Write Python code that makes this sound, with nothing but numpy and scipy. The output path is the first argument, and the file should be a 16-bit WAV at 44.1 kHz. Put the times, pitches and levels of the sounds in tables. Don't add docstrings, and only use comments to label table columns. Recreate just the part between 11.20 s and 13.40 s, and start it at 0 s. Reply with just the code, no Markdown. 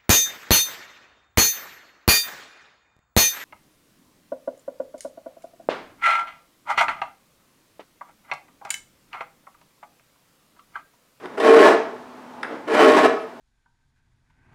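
import sys
import numpy as np
from scipy import signal
from scipy.fft import rfft, irfft, next_fast_len
from scipy.io import wavfile
from scipy.ndimage import uniform_filter1d, minimum_filter1d, map_coordinates

SR = 44100
rng = np.random.default_rng(int(sys.argv[2]) if len(sys.argv) > 2 else 0)


def persist_wave(psi):
    counts = np.round(np.clip(psi, -1, 1) * 32767).astype(np.int16)
    wavfile.write(sys.argv[1], SR, np.atleast_2d(counts).T)


def voltage_ratio(decibels):
    exponent = np.asarray(decibels, float) / 20
    return 10 ** exponent


N = 97020
BITES_PER_S = 9000


def unit(x):
    return x / np.sqrt(np.mean(x ** 2) + 1e-20)


def along(points, hz):
    point_hz, value = np.transpose(points)
    return np.interp(np.log(hz + 1), np.log(point_hz + 1), value)


def curve(rows, column=1, outside=-120):
    rows = np.array(rows)
    return np.interp(np.arange(N) / SR, rows[:, 0], rows[:, column], outside, outside)


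def wobble(rate_hz):
    return map_coordinates(rng.standard_normal(400), [np.arange(N) * min(rate_hz, 150) / SR])


def filtered(x, response):
    m = next_fast_len(N + SR // 2)
    return irfft(rfft(x, m) * response(np.fft.rfftfreq(m, 1 / SR)), m)[..., :N]


def coloured(x, spectrum):
    return unit(filtered(x, lambda f: voltage_ratio(along(spectrum, f))))


def mode(x, hz, width_hz):
    def resonance(f):
        damping = 1j * f * width_hz
        return (damping / (hz * hz - f * f + damping)) ** 2
    return filtered(x, resonance) * np.sqrt(SR / width_hz)


def locked(ring):
    lock, lock_s = .5, .025
    swing = np.sqrt(np.abs(uniform_filter1d(ring ** 2, size=round(lock_s * SR))) + 1e-9)
    return unit(ring / swing ** lock)


def bites(rate_hz):
    spread_db = 3
    hit = rng.random(N) < rate_hz / SR
    return unit(hit * rng.standard_normal(N) * voltage_ratio(spread_db * rng.standard_normal(N)))


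def background():
    # hz, density_db_per_hz
    air_spectrum = [(25, -23), (60, -13.5), (150, -10), (260, -6), (500, -5.5), (1000, -5.5), (2500, -21),
                    (15700, -43)]
    # hz, width_hz, level_db
    hum_bands = [(248, 30, -48.5), (264.6, 50, -59.5), (666.5, 8.3, -54.5), (870, 8.3, -54),
                 (1042, 43, -59.5)]
    air_db, air_wander_db, hum_wander_db = -44, 0.13, 1.5
    hum = 0
    for hz, width_hz, level_db in hum_bands:
        band = locked(mode(rng.standard_normal(N), hz, width_hz))
        hum = hum + voltage_ratio(level_db + hum_wander_db * wobble(9.6)) * band
    air = coloured(rng.standard_normal(N), air_spectrum)
    return voltage_ratio(air_db + air_wander_db * wobble(5.7)) * air + hum


def slides():
    # time_s, level_db
    slide_paths = [
        [(0, -72), (.035, -35.5), (.058, -35), (.08, -62), (.16, -38.5), (.17, -75)],
        [(1.05, -81), (1.2, -53), (1.24, -45.5), (1.33, -36), (1.44, -50.5), (1.47, -44), (1.49, -77)],
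    ]
    # hz, density_db_per_hz
    slide_spectrum = [(100, -44), (180, -5.5), (400, 0), (900, -10), (1600, -14), (2400, -23),
                      (3500, -29.5), (12000, -57)]
    # time_s, level_db
    creep_path = [
        (1.08, -63),
        (1.14, -49.5),
        (1.22, -45),
        (1.25, -60),
    ]
    creep_hz, creep_width_hz = 860, 260
    level_db = np.max([curve(rows) for rows in slide_paths], axis=0)
    drag = voltage_ratio(level_db + 0.72 * wobble(58.3)) * coloured(bites(BITES_PER_S), slide_spectrum)
    creep = unit(mode(bites(BITES_PER_S), creep_hz, creep_width_hz))
    return drag + voltage_ratio(curve(creep_path)) * creep


def taps():
    # time_s, knock_db, snap_db
    tap_events = [
        (1.2304, -6, -12),
        (1.2319, -5.5, -26),
        (1.2463, -10.5, -47),
        (0.0568, -19, -23.5),
        (.1765, -19, -37),
        (.2003, -28, -11),
        (1.479, -30, -39),
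    ]
    # hz, width_hz, level_db
    knock_modes = [(650, 600, -9), (1150, 600, -4), (1520, 450, 0), (2050, 800, -5)]
    # hz, width_hz, level_db
    snap_modes = [(2600, 1600, 1), (3650, 700, -5), (4900, 800, -10), (6500, 1100, -21), (8100, 1400, -16),
                  (9900, 1100, -17)]
    tap_db, rattle_db, rattle_t60_s = -14, -15, 0.031
    t = np.arange(SR // 10) / SR
    click = t == 0
    blows = np.zeros((2, N + SR))
    for time_s, *levels_db in tap_events:
        rattle = voltage_ratio(rattle_db - 60 * t / rattle_t60_s) * rng.standard_normal(len(t))
        start = round(time_s * SR)
        blows[:, start:start + len(t)] += voltage_ratio(np.c_[levels_db] + tap_db) * (rattle + click)
    out = np.zeros(N)
    for blow, modes in zip(blows, (knock_modes, snap_modes)):
        for k, (hz, width_hz, level_db) in enumerate(modes):
            gain = (-1) ** k * voltage_ratio(level_db) * np.sqrt(SR / width_hz) / 4
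            out += gain * mode(blow[:N], hz, width_hz)
    return out


def pushes():
    # time_s, pressure_db, file_to_bar_coupling_db
    strokes = [
        [(.172, -48, 10), (.179, -32.5, 12), (.198, -37, 14), (.202, -25, 1.5), (.265, -17.5, 6.5),
         (.37, -17, 11), (.46, -12.5, 5.5), (.535, -23.5, 19.5), (.58, -45, 19)],
        [(1.472, -48, 3), (1.481, -30.5, 5), (1.52, -27.5, 12), (1.59, -17, -15), (1.625, -15.5, -6),
         (1.68, -20, 15.5), (1.78, -15.5, -5.5), (1.865, -20, 19.5), (1.89, -76.5, 13)],
    ]
    # hz, width_hz
    bar_modes = [(142, 45), (272, 60), (335, 55), (397, 50), (450, 36), (618, 50), (662, 50), (765, 100),
                 (1087, 55), (1290, 55), (1725, 75), (1905, 60), (2385, 90), (3030, 190)]
    # file_tip_db, file_handle_db
    bar_feed = [(-38.5, -40), (-11, -22), (-14, -24), (-3, -8), (3, -5.5), (-4.5, -10.5), (-5.5, -7.5),
                (-25.5, -5.5), (-5, -13.5), (-27, -4), (-10.5, -14), (-12, -20.5), (-19.5, -30), (-13, -42)]
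    # hz, width_hz, level_db
    cutter_modes = [(3950, 500, -35), (4700, 450, -39), (5250, 400, -40), (5950, 400, -43),
                    (7800, 1000, -41), (9000, 1200, -42), (11300, 900, -49), (12100, 500, -52),
                    (14300, 1300, -57)]
    # hz, density_db_per_hz
    rasp_spectrum = [(60, -57), (150, -23), (300, -1), (700, -4.5), (1800, -13), (5200, -32), (6300, -35.5),
                     (15700, -50)]
    chatter_db, rasp_db, cutter_db = 2.5, 1.5, -2.5
    top_db, ring_db, ring_growth = -15, -6.5, 1.33
    couple_hz = 900
    shift_power = 2.07

    def wander_db():
        return 1.7 * wobble(20)

    press_db = np.max([curve(rows) for rows in strokes], axis=0) + chatter_db * wobble(35.57)
    couple_db = sum(curve(rows, column=2, outside=0) for rows in strokes)
    travel = sum(curve([(rows[0][0], 0), (rows[-1][0], 1)], outside=0) for rows in strokes)
    shift = travel ** shift_power
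    teeth = bites(BITES_PER_S)
    drive_db = top_db + ring_db + ring_growth * (press_db - top_db)

    out = voltage_ratio(press_db + rasp_db + 0.1 * couple_db) * coloured(teeth, rasp_spectrum)
    for (hz, width_hz), (tip_db, handle_db) in zip(bar_modes, bar_feed):
        coupled_db = couple_db / (1 + (hz / couple_hz) ** 2)
        feed_db = tip_db + (handle_db - tip_db) * shift
        gain = voltage_ratio(drive_db + coupled_db + feed_db + wander_db())
        gain = uniform_filter1d(gain, size=SR // width_hz // 2)
        out += gain * locked(mode(teeth, hz, width_hz))
    for hz, width_hz, level_db in cutter_modes:
        out += mode(teeth * voltage_ratio(press_db + level_db + cutter_db + wander_db()), hz, width_hz)
    return out


def whine():
    # time_s, tooth_rate_hz, level_db
    whine_path = [
        (1.88, 2400, -80),
        (1.92, 2405, -70),
        (1.96, 2370, -75),
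        (1.99, 2270, -66),
        (2.02, 2110, -69),
        (2.045, 1890, -66),
        (2.055, 1830, -90),
    ]
    # order, level_db
    orders = [(4, -6), (5, 0)]
    phase = 2 * np.pi * np.cumsum(curve(whine_path, outside=2000)) / SR
    tone = sum(voltage_ratio(level_db) * np.sin(order * phase) for order, level_db in orders)
    return voltage_ratio(curve(whine_path, column=2) + 4.1 * wobble(80)) * tone


def room(x):
    # hz, t60_s
    decay = [(150, 0.53), (500, .55), (2000, 0.54), (6000, 0.55), (14000, 0.1)]
    # hz, level_db
    colour = [(300, -0.5), (1500, 0), (4000, -3.5), (12000, 0)]
    room_db, gap_s, tail_every_s = -5.5, .006, .05
    hop, gap = round(tail_every_s * SR), round(gap_s * SR)
    noise = rng.standard_normal((N // hop + 2, SR // 2))
    hz, t, z = signal.stft(noise, SR, nperseg=256)
    tails = signal.istft(z * voltage_ratio(-60 * t / along(decay, hz)[:, None]), SR, nperseg=256)[1]
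    padded = np.pad(x, (hop, 3 * hop))
    window = np.sqrt(np.hanning(2 * hop))
    out = np.zeros(N + 2 * SR)
    for k, tail in enumerate(tails):
        piece = padded[k * hop:][:2 * hop] * window
        wet = signal.fftconvolve(piece, tail / np.linalg.norm(tail))
        out[k * hop + gap:][:len(wet)] += wet
    return filtered(out[hop:hop + N], lambda f: voltage_ratio(room_db + along(colour, f)))


def scene():
    top_hz, top_steepness, top_leak = 12200, 30, .2
    work = slides() + taps() + pushes()
    work = filtered(work, lambda f: 1 / (1 + (f / top_hz) ** top_steepness) ** .5 + top_leak)
    return (background() + work + room(work) + whine())[None]


def top_cut(x):
    return signal.sosfilt(signal.butter(12, 15760, fs=SR, output="sos"), x)


def record(dry):
    low_cut_hz, ceiling, hold_s = 79, .97, .006
    x = filtered(dry, lambda f: (1j * f / (low_cut_hz + 1j * f)) ** 2)
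    hold = round(hold_s * SR)
    need = np.minimum(1, ceiling / (np.abs(x) + 1e-9))
    need = minimum_filter1d(need, size=2 * hold)
    return top_cut(x * uniform_filter1d(need, size=hold))


dry = scene()
out = record(dry)
persist_wave(out)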